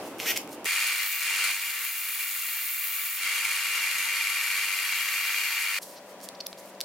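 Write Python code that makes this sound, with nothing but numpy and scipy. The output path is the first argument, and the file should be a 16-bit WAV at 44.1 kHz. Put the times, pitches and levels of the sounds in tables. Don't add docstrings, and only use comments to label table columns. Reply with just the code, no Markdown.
import sys
import numpy as np
from scipy import signal
from scipy.fft import rfft, irfft
from scipy.io import wavfile
from scipy.ndimage import uniform_filter1d

SR = 44100
rng = np.random.default_rng(int(sys.argv[2]) if len(sys.argv) > 2 else 0)


def dump(signal):
    limited = np.clip(np.atleast_2d(signal).T, -1, 1)
    pcm = np.round(limited * 32767).astype(np.int16)
    wavfile.write(sys.argv[1], SR, pcm)


N = 301644
T = np.arange(N) / SR
HZ = np.maximum(np.arange(N // 2 + 1) * SR / N, 1)
LEFT_RIGHT = np.array([[1], [-1]])
GRIND_START_S, GRIND_END_S = 0.655, 5.789


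def undb(db):
    return 10 ** (np.asarray(db) / 20)


def unit(x):
    return x / np.sqrt(np.mean(x ** 2))


def curves(rows):
    s, *columns = np.transpose(rows)
    return [np.interp(T, s, column) for column in columns]


def between(start, end, fade=0.004):
    return np.clip(np.minimum(T - start, end - T) / fade + .5, 0, 1)


def swells(rows):
    return sum(undb(db) * np.exp(-((T - s) / half) ** 2) for s, half, db in rows)


def walk(rate):
    hold = int(SR / rate)
    steps = np.repeat(rng.standard_normal(N // hold + 1), hold)
    return unit(uniform_filter1d(uniform_filter1d(steps, hold), hold)[:N])


def grit(per_s, spread_db):
    struck = rng.random(N) < per_s / SR
    size = rng.standard_normal(N) * undb(spread_db * rng.standard_normal(N))
    return unit(struck * size)


def contour(points):
    hz, db = np.transpose(points)
    return np.interp(np.log(HZ), np.log(hz), db)


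def colour(x, points, modes=()):
    db = contour(points)
    for hz, width, lift, pan in modes:
        bell = 1 / (1 + (2 * (HZ - hz) / width) ** 2) ** 2
        db = db + (lift + LEFT_RIGHT * pan / 2) * bell
    return irfft(rfft(x) * undb(db), N)


def panned(x, left_db):
    return x * undb(LEFT_RIGHT / 2 * left_db)


# pitch_hz, level_db
SIDE_SHARE = [(100, -25), (700, -24.5), (1400, -21.5), (2400, -8.5), (4400, -5), (8200, -2), (15000, -2.5)]


def room(x, wet_db, side_db, t60=0.21):
    def reflections():
        return rfft(unit(rng.standard_normal(N) * undb(-60 * T / t60))) / np.sqrt(N)

    common = undb(wet_db) * reflections()
    side = reflections() * undb(contour(SIDE_SHARE) + side_db) * LEFT_RIGHT
    return irfft(rfft(x) * (1 + common + side), N) / np.hypot(1, undb(wet_db))


def knocks(rows, body, ring_db, ring_s, size=2048):
    out = np.zeros(N + size)
    for s, db, tilt_db in rows:
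        spectrum_db = contour(body) + tilt_db * np.log2(np.maximum(HZ, 1000) / 5000)
        cepstrum = irfft(np.log(undb(spectrum_db)), N)
        causal = 2 * cepstrum * (T > 0) * (T < T[-1] / 2)
        push = irfft(np.exp(rfft(causal)), N)[:size]
        rattle = undb(ring_db) * rng.standard_normal(size) * np.exp(-T[:size] / ring_s)
        hit = push + signal.fftconvolve(push, rattle)[:size]
        first = int(s * SR)
        out[first:first + size] += undb(db) * hit / np.abs(hit).max()
    return out[:N]


def rubs(force, body, per_s):
    return force * unit(colour(grit(per_s, spread_db=1), body))


def air(spectrum, db, side_db=6.5):
    mid, side = rng.standard_normal((2, N))
    field = mid + undb(side_db) * colour(side, SIDE_SHARE) * LEFT_RIGHT
    return unit(colour(field, spectrum)) * undb(db + .5 * walk(12))


# pitch_hz, level_db
SHOP_AIR = [(18, -67), (30, -39), (64, -27), (118, -13), (215, -7), (280, -1), (512, -3), (866, -6.5),
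            (1630, -18), (2830, -20), (3770, -28.5), (7670, -36), (10500, -36), (11400, -39), (16000, -42)]


def shop_air(start_db=-38.5, fade_db_per_s=5.5):
    return air(SHOP_AIR, start_db - fade_db_per_s * np.minimum(T, 1)) * between(-1, .663)


# centre_s, half_length_s, level_db
GLOVE_STROKES = [(.07, 0.048, -55.5), (.53, 0.023, -46.5), (5.829, .0089, -39.5), (5.89, 0.077, -51.5),
                 (6.243, 0.018, -46), (6.592, 0.015, -50), (6.695, 0.0096, -57)]
# pitch_hz, level_db
GLOVE_SPECTRUM = [(1500, -19), (3500, -5.5), (5000, -1), (9000, -2), (13000, -1.5), (16000, -9)]


def glove(fidget_db=-65, fidget_spread_db=6.5, fidget_per_s=22):
    fidget = undb(fidget_db + fidget_spread_db * walk(fidget_per_s))
    rustle = rubs(swells(GLOVE_STROKES) + fidget, GLOVE_SPECTRUM, per_s=15000)
    return room(rustle, wet_db=-12, side_db=-2)


# start_s, share of full motor speed asked for, ramp_s
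TRIGGER_PULLS = [(.186, 0.39, .022), (.243, 0.98, 0.036), (.31, 0.14, .025)]


def motor_speed():
    speed = np.zeros(N)
    for s, share, ramp_s in TRIGGER_PULLS:
        eased = np.sin(np.pi / 2 * np.clip((T - s) / ramp_s, 0, 1)) ** 2
        speed = speed + (share - speed) * eased
    return speed


# pitch_hz, level_db above the gear noise
GEAR_MESH = [(1935, -8), (2580, -9), (2900, -11), (3225, -11), (5805, -10)]
# pitch_hz, level_db
GEARBOX_SPECTRUM = [(710, -39), (1200, -20), (1630, -10), (1870, -9), (2110, -1.5), (3080, -4),
                    (3870, -11.5), (5530, -8), (7820, -14), (14000, -14.5), (16000, -25)]
# centre_s, half_length_s, level_db
JAW_RATTLE = [(.368, 0.0073, -29)]
# start_s, peak level_db, treble tilt_db per octave
CHUCK_AND_TRIGGER = [(.185, -25, 8), (.2008, -13.5, -3.5), (.319, -13, -4), (.368, -25, 0),
                     (.3748, -5.5, 3.5), (.4155, -28, 7), (.476, -27, 2), (.493, -30, 4), (.645, -17, 7),
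                     (.653, -22, 0)]
GEAR_DB, GEAR_IDLE_DB, GEAR_FADE_DB_PER_S = -27.5, -16.5, 450
BLIP_START_S, BLIP_END_S = 0.19, 0.374


def drill_blip(switch_hz=12900, pole_hz=1320, whine_db=-6.0, carrier_db=-8, waver_hz=110):
    speed = motor_speed()
    level_db = GEAR_DB + GEAR_IDLE_DB * (1 - speed) - GEAR_FADE_DB_PER_S * np.maximum(T - BLIP_END_S, 0)
    turn = 2 * np.pi * np.cumsum(speed * (1 + 0.0072 * walk(330))) / SR
    tones = sum(undb(db) * np.sin(hz * turn) for hz, db in GEAR_MESH)
    switching = 2 * np.pi * np.cumsum(switch_hz + waver_hz * walk(900)) / SR
    whine = undb(whine_db) * np.sin(switching + pole_hz * turn) * np.sqrt(np.abs(speed))
    whine = whine + undb(carrier_db) * np.sin(switching) * (1 - speed)
    chatter = unit(colour(grit(16000, spread_db=3.0), GEARBOX_SPECTRUM))
    drive = chatter + np.sqrt(2) * (speed * tones + whine * between(0.14, 0.35))
    drive = drive * undb(level_db) * between(BLIP_START_S, GRIND_START_S)
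    jaws = chatter * swells(JAW_RATTLE)
    clicks = knocks(CHUCK_AND_TRIGGER, GEARBOX_SPECTRUM, ring_db=-26, ring_s=.002)
    return room(drive + jaws + clicks, wet_db=-8.5, side_db=-1.5)


# time_s, level_db
ROD_PRESSURE = [(.67, -29), (.69, -28), (.9, -28), (.97, -31.5), (1.03, -30), (1.08, -35), (1.2, -33.5),
                (1.3, -29), (1.37, -29), (1.44, -27), (1.5, -27.5), (1.55, -34), (1.9, -36.5),
                (3.16, -37.5), (3.24, -29.5), (5.78, -30)]
# pitch_hz, level_db
MACHINE_SPECTRUM = [(30, -51), (100, -50.5), (200, -41), (400, -36.5), (750, -27.5), (950, -22.5),
                    (1400, -14.5), (1750, -13.5), (2250, -5.5), (2580, -12), (3600, -20), (4800, -18.5),
                    (6500, -23.5), (16000, -38)]
# pitch_hz, width_hz, lift_db, left minus right_db
MACHINE_MODES = [(474, 66, 10, -0.5), (911, 44, 7, 0.5), (1150, 100, 7.5, -2), (1364, 91, 4.5, 2),
                 (1513, 26, 5.5, -1), (1850, 220, 4.5, 4.5), (2072, 75, 5.5, 6.5), (2304, 240, 6, 6),
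                 (2423, 98, 8.5, -3), (2752, 145, 12.5, 0.5), (2845, 78, 7.5, 10), (3207, 110, 7, 6),
                 (4094, 140, 7.5, 5.5), (4385, 216, 10, -1.5), (4700, 190, 5, 6)]
# pitch_hz, level_db
HISS_SPECTRUM = [(1000, -33), (3500, 2), (5500, -4), (7500, 3.5), (11000, 0.5), (14000, -0.5), (16000, -7)]
# pitch_hz, width_hz, lift_db, left minus right_db
HISS_RESONANCES = [(6890, 550, 4, -2), (8440, 2600, -2.5, -5), (9310, 330, 6, -1)]
# pitch_hz, level_db
SIZZLE_SPECTRUM = [(3000, -45), (11500, -20), (13200, 2), (14200, -2), (16000, -6)]
# centre_s, half_length_s, level_db
SIZZLE_FLARES = [(1.08, 0.15, -36.5), (2.85, 0.32, -42), (5.25, 0.47, -42)]
# pitch_hz, level_db
TIP_SPECTRUM = [(3000, -44), (8000, -20), (12000, -13), (14000, -12.5), (16000, -6.5)]
# pitch_hz, width_hz, lift_db, left minus right_db
TIP_RESONANCES = [(10440, 1700, 14, 2), (12970, 860, 13.7, 2), (13280, 490, 10, 3), (15000, 1000, 10.5, 2)]
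FIRM_DB, LIGHT_DB, TREMOR_DB = -30, -36.3, 0.39
HISS_DB, HISS_PER_DB = -32.5, 0.61
ROLLER_S, ROLLER_HISS_DB, WANE_DB_PER_S, ROLLER_HZ = 3.2, -0.5, 0.95, 96.9
SING_DB, SING_DAMPING = -35, 3.9
SIZZLE_DB, SIZZLE_DAMPING = -46.5, 0.82


def grinding(hiss_throb=0.089, judder_db=0.3, ring_db=1.02, lean_db=0.5):
    push, = curves(ROD_PRESSURE)
    press = push + TREMOR_DB * undb(FIRM_DB - push) * walk(16)
    roller_hiss_db = (T > ROLLER_S) * (ROLLER_HISS_DB - WANE_DB_PER_S * (T - ROLLER_S))
    hiss_db = HISS_DB + HISS_PER_DB * (push - FIRM_DB) + roller_hiss_db
    load = np.maximum(push - LIGHT_DB, 0)
    singing = undb(SING_DB - SING_DAMPING * load)
    sizzle = undb(SIZZLE_DB - SIZZLE_DAMPING * load) + swells(SIZZLE_FLARES)

    turn = 2 * np.pi * np.cumsum(ROLLER_HZ * (1 + 0.01456 * walk(12))) / SR
    bump = np.cos(turn) + .5 * np.cos(2 * turn)
    contact = undb(judder_db * walk(140)) * between(GRIND_START_S, GRIND_END_S)
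    coarse = grit(14000, spread_db=1.2) * (1 + .23 * bump)
    fine = grit(25000, spread_db=4.5) * (1 + hiss_throb * bump) * undb(1.6 * walk(180))

    coarse = room(coarse, wet_db=-12.5, side_db=0, t60=0.39)
    ring = unit(colour(coarse, MACHINE_SPECTRUM, MACHINE_MODES)) * undb(press + ring_db) * contact
    ring = panned(ring, lean_db * np.clip(T - ROLLER_S, 0, 1))
    fine = room(fine, wet_db=-9.0, side_db=0.5)
    spray = unit(colour(fine, HISS_SPECTRUM, HISS_RESONANCES)) * undb(hiss_db)

    sharp = room(grit(20000, spread_db=3.5), wet_db=-21, side_db=-10.5) * undb(0.76 * walk(110))
    tip = unit(colour(sharp, SIZZLE_SPECTRUM)) * sizzle
    tip = tip + unit(colour(sharp, TIP_SPECTRUM, TIP_RESONANCES)) * singing
    return ring + (spray + tip) * between(GRIND_START_S - .003, GRIND_END_S)


# time_s, pitch_hz
WHINE_PITCH = [(3.3, 11656), (4.54, 11580), (5.6, 11574)]


def drill_whine(start_s=3.27, end_s=5.705, level_db=-43.5, lag_rad=1.25):
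    hz, = curves(WHINE_PITCH)
    phase = 2 * np.pi * np.cumsum(hz + 10 * walk(70)) / SR
    swell_db = np.interp(T, [3.3, 4.2], [-3, 0])
    level = undb(level_db + swell_db + 1.6 * walk(50)) * between(start_s, end_s)
    return np.sqrt(2) * np.sin(phase - np.array([[0], [lag_rad]])) * level


# pitch_hz, level_db
BENCH_AIR = [(18, -73), (30, -49), (124, -23), (184, -12), (486, -9), (584, -3), (913, -13.5), (988, -12.5),
             (1320, -18), (1670, -19), (1860, -19), (2410, -21.5), (3670, -27.5), (13000, -39.5),
             (16000, -37)]
# pitch_hz, level_db
FAN_HUM = [(194, -62.5), (522, -62.5), (576, -57), (877, -72), (974, -60.5)]


def bench_fan(air_db=-47.5, hum_trim_db=-1):
    hum = 0
    for hz, db in FAN_HUM:
        level = undb(db + hum_trim_db + 2 * walk(12))
        hum = hum + level * np.sin(2 * np.pi * np.cumsum(hz + 2 * walk(15)) / SR)
    bench = panned(air(BENCH_AIR, air_db) + np.sqrt(2) * hum, left_db=2.0)
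    return bench * between(GRIND_END_S, T[-1] + 1)


# start_s, peak level_db, treble tilt_db per octave
ROD_TAPS = [(6.204, -33, -2), (6.214, -32, 0), (6.2887, -17, 1), (6.4074, -36, -8), (6.4682, -12, 5),
            (6.5297, -23, -5), (6.616, -40, 6), (6.659, -34, 4), (6.7505, -40, -5), (6.8055, -13, 0),
            (6.8125, -10, -0.5)]
# pitch_hz, level_db
CUP_SPECTRUM = [(300, -25), (1500, -13), (3000, -7), (4400, 2.5), (7000, -6), (11000, -7), (16000, -15.5)]
# centre_s, half_length_s, level_db
ROD_SLIDES = [(5.829, 0.007, -54), (5.975, 0.017, -49), (6.353, .006, -50.5), (6.4075, 0.0045, -33.5),
              (6.466, 0.0029, -31), (6.582, 0.0068, -53), (6.808, .003, -37.5)]
# pitch_hz, level_db
SCRAPE_SPECTRUM = [(1500, -23), (3000, -8), (4400, 3), (5500, 0), (7500, -19), (16000, -26)]


def torch_cup():
    ticks = knocks(ROD_TAPS, CUP_SPECTRUM, ring_db=-9, ring_s=.0002)
    slides = rubs(swells(ROD_SLIDES), SCRAPE_SPECTRUM, per_s=15000)
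    return room(ticks + slides, wet_db=-19, side_db=-5)


def scene():
    machines = drill_blip() + grinding() + drill_whine()
    return shop_air() + glove() + machines + bench_fan() + torch_cup()


def record(dry, top_hz=15900):
    return signal.sosfilt(signal.ellip(10, .2, 70, top_hz, fs=SR, output="sos"), dry)


dry = scene()
out = record(dry)
dump(out)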